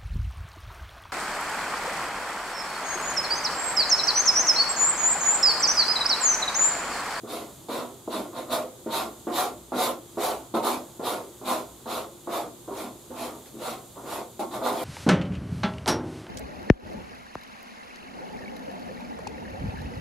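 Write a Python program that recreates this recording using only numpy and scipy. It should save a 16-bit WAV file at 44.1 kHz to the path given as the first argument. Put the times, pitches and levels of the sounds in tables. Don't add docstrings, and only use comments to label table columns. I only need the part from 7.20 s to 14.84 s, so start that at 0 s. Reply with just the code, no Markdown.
import sys
import numpy as np
from scipy import signal
from scipy.fft import rfft, irfft
from scipy.io import wavfile
from scipy.ndimage import uniform_filter1d

SR = 44100
rng = np.random.default_rng(int(sys.argv[2]) if len(sys.argv) > 2 else 0)


def file_out(sig):
    cols = np.atleast_2d(sig).T
    lim = np.clip(cols, -1, 1)
    pcm = np.round(lim * 32767).astype(np.int16)
    wavfile.write(sys.argv[1], SR, pcm)


N = 336924

# start_s, time_to_full_speed_s, half_speed_rise_s, half_speed_fall_s, fall_exponent,
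# contact_drag_db, tooth_load_db, shaving_db, blade_db, contact_tone_hz, full_speed_tone_hz
STROKES = [(0.035, 0.097, 0.036, 0.076, 1.8, -38, -33, -43, -47, 347, 560.0),
           (0.485, 0.064, 0.048, 0.076, 1.85, -35.5, -31.5, -43.5, -44.5, 490, 520),
           (0.873, 0.073, 0.03, 0.065, 1.7, -36.5, -30.5, -42.5, -44, 440, 510.0),
           (1.125, 0.068, 0.029, 0.032, 0.99, -40, -32.5, -48, -45.5, 398, 445),
           (1.275, 0.067, 0.025, 0.035, 1.1, -40, -26, -34.5, -36, 520, 840.0),
           (1.662, 0.1, 0.037, 0.059, 1.55, -30.5, -28.5, -35.5, -36, 350, 855),
           (2.069, 0.13, 0.048, 0.05, 1.58, -28.5, -26.5, -32.5, -36.5, 366, 730),
           (2.519, 0.13, 0.066, 0.042, 1.43, -25.5, -27.5, -33, -36, 513, 740.0),
           (2.971, 0.078, 0.04, 0.062, 1.53, -28, -28, -35, -42.5, 390, 694),
           (3.34, 0.021, 0.018, 0.036, 1.4, -33.5, -25, -43.5, -42, 540, 610),
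           (3.426, 0.057, 0.037, 0.056, 1.57, -36, -26.5, -34.5, -38.5, 590, 790),
           (3.794, 0.088, 0.032, 0.067, 1.6, -32, -29, -37.5, -40.5, 450, 710),
           (4.213, 0.089, 0.033, 0.066, 1.68, -37, -28, -36.5, -40.5, 400, 890),
           (4.657, 0.091, 0.052, 0.06, 1.78, -41, -31.0, -40, -43, 580, 800.0),
           (5.071, 0.089, 0.041, 0.05, 1.55, -33.5, -28.5, -40.5, -47, 540, 740.0),
           (5.478, 0.13, 0.054, 0.054, 1.66, -32.5, -35, -45.5, -53.5, 375, 550),
           (5.901, 0.13, 0.053, 0.056, 1.48, -37.5, -33.5, -43, -55, 420, 633),
           (6.258, 0.01, 0.012, 0.025, 1.5, -64, -65, -56, -62, 375, 380.0),
           (6.341, 0.14, 0.057, 0.055, 1.5, -53.5, -32.5, -42, -47.5, 350, 795),
           (6.752, 0.19, 0.058, 0.057, 1.76, -35, -32, -42.5, -54, 375, 640.0),
           (7.193, 0.011, 0.013, 0.025, 1.3, -36, -31, -43, -55, 540, 560),
           (7.305, 0.047, 0.027, 0.037, 1.3, -51, -30.5, -46, -50, 550, 527),
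           (7.405, 0.066, 0.027, 0.051, 1.9, -28, -28, -40, -42, 650, 710),
           (7.522, 0.1, 0.084, 0.13, 1.6, -61, -37.5, -44, -57, 680, 636)]
# time_s, relative_impulse_db, contact_ms
IMPACTS = [(0.033, -18, 2.1), (0.486, -16, 1.24), (0.876, -13.5, 1.1), (1.662, -15, 1.5),
           (2.07, -14.5, 0.98), (2.52, -16.5, 0.34), (2.667, -36, 1.4), (2.972, -13, 1.06),
           (3.34, -10, 1.2), (3.371, -18.5, 0.37), (3.43, -20, 1.1), (3.795, -17.5, 1.3), (3.83, -21, 0.96),
           (4.214, -27, 0.77), (4.256, -35, 1.7), (4.658, -21, 1.34), (5.073, -17, 0.93),
           (5.478, -20.5, 0.93), (5.513, -15.5, 1.8), (5.898, -24, 2.1), (6.342, -23, 2.6),
           (6.369, -21, 2.5), (7.193, -21.5, 0.59), (7.552, -25, 1.2), (7.617, -17.5, 0.91)]
# pitch_hz, relative_level_db, t60_s (capped at FILLER_T60_S)
PANEL_MODES = [(138.7, -5, .1), (200, -45, 0.091), (257.3, -2, 0.11), (270.2, -4, 0.084), (337.4, 2, 0.037),
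               (377, -1, 0.037), (397.6, -3, 0.097), (450, -3.5, 0.026), (517, -3, 0.042), (578.4, -9, .07),
               (618, -3.5, 0.042), (678, -3.5, 0.043), (740, -1.5, 0.05), (770, 1, 0.024),
               (909.4, -2, 0.048), (921, -4.5, .07), (1043, 2.5, 0.016), (1086, -4.5, 0.14),
               (1122, 1, 0.015), (1275, -9, 0.052), (1358, -11, 0.11), (1520, -18, 0.098),
               (1400, -34, 0.066)]
# pitch_hz, stage_bandwidth_hz, relative_level_db
BLADE_MODES = [(3694, 370, 2), (3902, 280, 3.5), (4160, 440, 0.5)]
# frequency_hz, relative_level_db
CHIP_SPECTRUM = [(900, 4), (1600, -3), (2100, 2), (3000, 0), (3800, 1), (5000, -1.5), (6100, -5),
                 (6800, -1.5), (8500, -4.5), (10500, -0.5), (12500, -2), (14500, -6.5), (15600, -18)]
# frequency_hz, relative_level_db
AIR_SPECTRUM = [(25, -33), (64, 3), (129, 5), (190, 9), (359, 8), (480, 4), (1200, -3), (1700, -12),
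                (2700, -12), (3500, -3.5), (5600, -13), (6800, -2.5), (8000, -4.5), (9500, -7.5),
                (13000, -7), (15600, -18.5)]
# pitch_hz, bandwidth_hz, level_db
HUM_PARTIALS = [(61.7, 4, -63.5), (123.4, 18, -58), (348.4, 5, -58)]
# frequency_hz, gain_db
SIDE_GAIN = [(60, -14), (125, -17), (250, -11), (500, -8), (1000, -7), (2000, -7), (4000, -5.5),
             (8000, -1.6), (13000, -3.5)]
# frequency_hz, left_minus_right_db
BALANCE = [(100, 1), (400, -0.3), (1000, -2), (3000, -0.7), (8000, -1), (14000, -4)]
# frequency_hz, t60_s
ROOM_DECAY = [(200, 0.35), (1400, 0.16), (9700, 0.09)]
NEARBY_DECAY = [(200, 0.041), (1500, 0.12)]

CHIPS_PER_S, CHIP_SPREAD_DB = 6300, -1.5
FILLER_T60_S = .065
LOAD_EXPONENT, LOAD_LAG_S = 0.65, 0.0012
DRAG_DB_PER_S, SEATING_S = 129, 0.0063
BLADE_LEAD_S = 0.0096
REST_HZ = 375.


def amp(db):
    return 10 ** (np.asarray(db) / 20)


def unit_rms(x):
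    return x / np.sqrt(np.mean(x ** 2) + 1e-20)


def curve_at(points, hz):
    f, value = np.transpose(points)
    return np.interp(np.log(hz + 1), np.log(f + 1), value)


def coloured(x, points):
    return irfft(rfft(x) * amp(curve_at(points, np.fft.rfftfreq(N, 1 / SR))), N)


def resonate(x, hz, width_hz):
    phasor = np.exp(2j * np.pi * np.cumsum(hz * np.ones(N)) / SR)
    return (phasor * signal.lfilter([1], [1, -np.exp(-np.pi * width_hz / SR)], x / phasor)).imag


def drift(per_s):
    knots = rng.standard_normal(int(N / SR * 60))
    return unit_rms(np.interp(np.arange(N) * per_s / SR, np.arange(len(knots)), knots))


def shot_noise(per_s, spread_db):
    chance, size, sign = rng.random(N), rng.exponential(1, N), rng.choice([-1., 1.], N)
    return unit_rms(sign * amp(spread_db * np.minimum(size, 5)) * (chance < per_s / SR))


def workshop(air_db=-50, swell_db=.7):
    air = amp(air_db + swell_db * drift(6.)) * unit_rms(coloured(rng.standard_normal(N), AIR_SPECTRUM))
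    hum = sum(amp(db) * unit_rms(resonate(rng.standard_normal(N), hz, width))
              for hz, width, db in HUM_PARTIALS)
    return air + hum


def reflections(x, decay, delay_samples, fades_per_s, paths=3):
    out, slots = np.zeros(N), np.arange(delay_samples, SR // 3 - 20, 10)
    for k in range(paths):
        taps = np.zeros(SR // 3)
        taps[slots + rng.integers(0, 10, len(slots))] = rng.choice([-1., 1.], len(slots))
        hz, t, spectra = signal.stft(taps, SR, nperseg=128)
        tail = signal.istft(spectra * amp(-60 * t / curve_at(decay, hz)[:, None]), SR, nperseg=128)[1]
        share = np.sqrt(2 / paths) * np.cos(np.pi * (fades_per_s * np.arange(N) / SR + k / paths))
        out += signal.fftconvolve(x * share, tail / np.linalg.norm(tail))[:N]
    return out


def speed_db(t, top_s, rise_s, fall_s, fall_exponent):
    before, after = np.maximum(top_s - t, 0) / rise_s, np.maximum(t - top_s, 0) / fall_s
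    return -20 * np.log10(2) * (before ** 2.4 + after ** fall_exponent)


def stroke_envelopes():
    curves = np.zeros((4, N))
    for start_s, *arch, drag_db, load_db, chip_db, blade_db, contact_hz, top_hz in STROKES:
        load, chips, blade, shift_hz = curves[:, round(start_s * SR):][:, :SR // 2]
        t = np.arange(len(load)) / SR
        rising = t < arch[0]
        cutting = amp(load_db + LOAD_EXPONENT * speed_db(t - LOAD_LAG_S, *arch))
        drag = amp(drag_db - DRAG_DB_PER_S * t)
        load += (cutting + drag) * np.minimum(t / SEATING_S, 1)
        chips += amp(chip_db + speed_db(t, *arch))
        blade += amp(blade_db + np.where(rising, 1.28, 1.4) * speed_db(t + BLADE_LEAD_S, *arch))
        climb = amp(np.where(rising, 0.73, 0.68) * speed_db(t, *arch))
        slow_hz = np.where(rising, contact_hz, REST_HZ)
        shift_hz[:] = slow_hz + (top_hz - slow_hz) * climb - REST_HZ
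    load, chips, blade, shift_hz = uniform_filter1d(curves, size=60)
    return load, chips, blade, REST_HZ + shift_hz


def blade_ring(envelope):
    chips = shot_noise(CHIPS_PER_S, CHIP_SPREAD_DB)
    modes = sum(amp(db) * unit_rms(resonate(resonate(chips, hz, width), hz, width))
                for hz, width, db in BLADE_MODES)
    return envelope * unit_rms(modes)


def shaving_hiss(envelope, patch_db=2.5, gain_db=3.5):
    chips = coloured(shot_noise(CHIPS_PER_S, CHIP_SPREAD_DB), CHIP_SPECTRUM)
    hz, t, spectra = signal.stft(chips, SR, nperseg=512, noverlap=384)
    patches = uniform_filter1d(rng.standard_normal(spectra.shape), size=3, axis=0)
    patches = unit_rms(uniform_filter1d(patches, size=12, axis=1))
    level_db = np.interp(t, np.arange(N) / SR, 20 * np.log10(envelope + 1e-6))
    db_per_octave = 0.19 * np.clip(level_db + 40, -6, 20)
    tilt_db = np.outer(np.log2((hz + 100) / 7000), db_per_octave)
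    hiss = signal.istft(spectra * amp(patch_db * patches + tilt_db), nperseg=512, noverlap=384)[1][:N]
    return envelope * amp(gain_db) * unit_rms(hiss)


def contact_force(load):
    catches = shot_noise(per_s=1200., spread_db=2.5) * load
    blows = np.zeros(N)
    for time_s, db, contact_ms in IMPACTS:
        pulse = np.sin(np.pi * np.arange(0, 1, 1000 / SR / contact_ms)) ** 2
        blows[round(time_s * SR) - len(pulse) // 2:][:len(pulse)] += amp(db) * pulse / pulse.sum()
    return amp(-34) * catches + amp(-15) * blows


def panel_ring(force, tone_hz, lift_db=10, lift_octaves=0.9, wander_db=1.5):
    out = np.zeros(N)
    for k, (hz, db, t60_s) in enumerate(PANEL_MODES):
        nearness = np.exp(-.5 * (np.log2(hz / tone_hz) / lift_octaves) ** 2)
        swell_db = wander_db * drift(25.)
        drive = force * amp(db + lift_db * nearness + swell_db)
        bent_hz = hz * (1 + .012 * drift(4.))
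        width_hz = np.log(1000) / np.pi / min(t60_s, FILLER_T60_S)
        out += (-1) ** k * resonate(drive, bent_hz, width_hz)
    return out


def rasp(panel, chip_envelope, blade_envelope, cutoff_hz=215, room_db=-9):
    sources = panel + shaving_hiss(chip_envelope) + blade_ring(blade_envelope)
    direct = signal.sosfilt(signal.butter(4, cutoff_hz, "high", fs=SR, output="sos"), sources)
    return direct + amp(room_db) * reflections(direct, ROOM_DECAY, delay_samples=300, fades_per_s=1.294)


def scene():
    load, chip_envelope, blade_envelope, tone_hz = stroke_envelopes()
    panel = panel_ring(contact_force(load), tone_hz)
    mid = rasp(panel, chip_envelope, blade_envelope) + workshop()
    scattered = reflections(panel, NEARBY_DECAY, delay_samples=0, fades_per_s=8.)
    side = coloured(rasp(scattered, chip_envelope, blade_envelope) + workshop(), SIDE_GAIN)
    left_gain, right_gain = np.array(BALANCE) * [1, .5], np.array(BALANCE) * [1, -.5]
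    return np.array([coloured(mid, left_gain) + side, coloured(mid, right_gain) - side])


def record(dry):
    bass_hz, edge_hz = 46, 15690
    thinned = signal.sosfilt(signal.butter(2, bass_hz, "high", fs=SR, output="sos"), dry)
    low_pass = signal.firwin(1023, edge_hz, window=("kaiser", 9), fs=SR)
    return signal.oaconvolve(thinned, low_pass[None], "same")


dry = scene()
out = record(dry)
file_out(out)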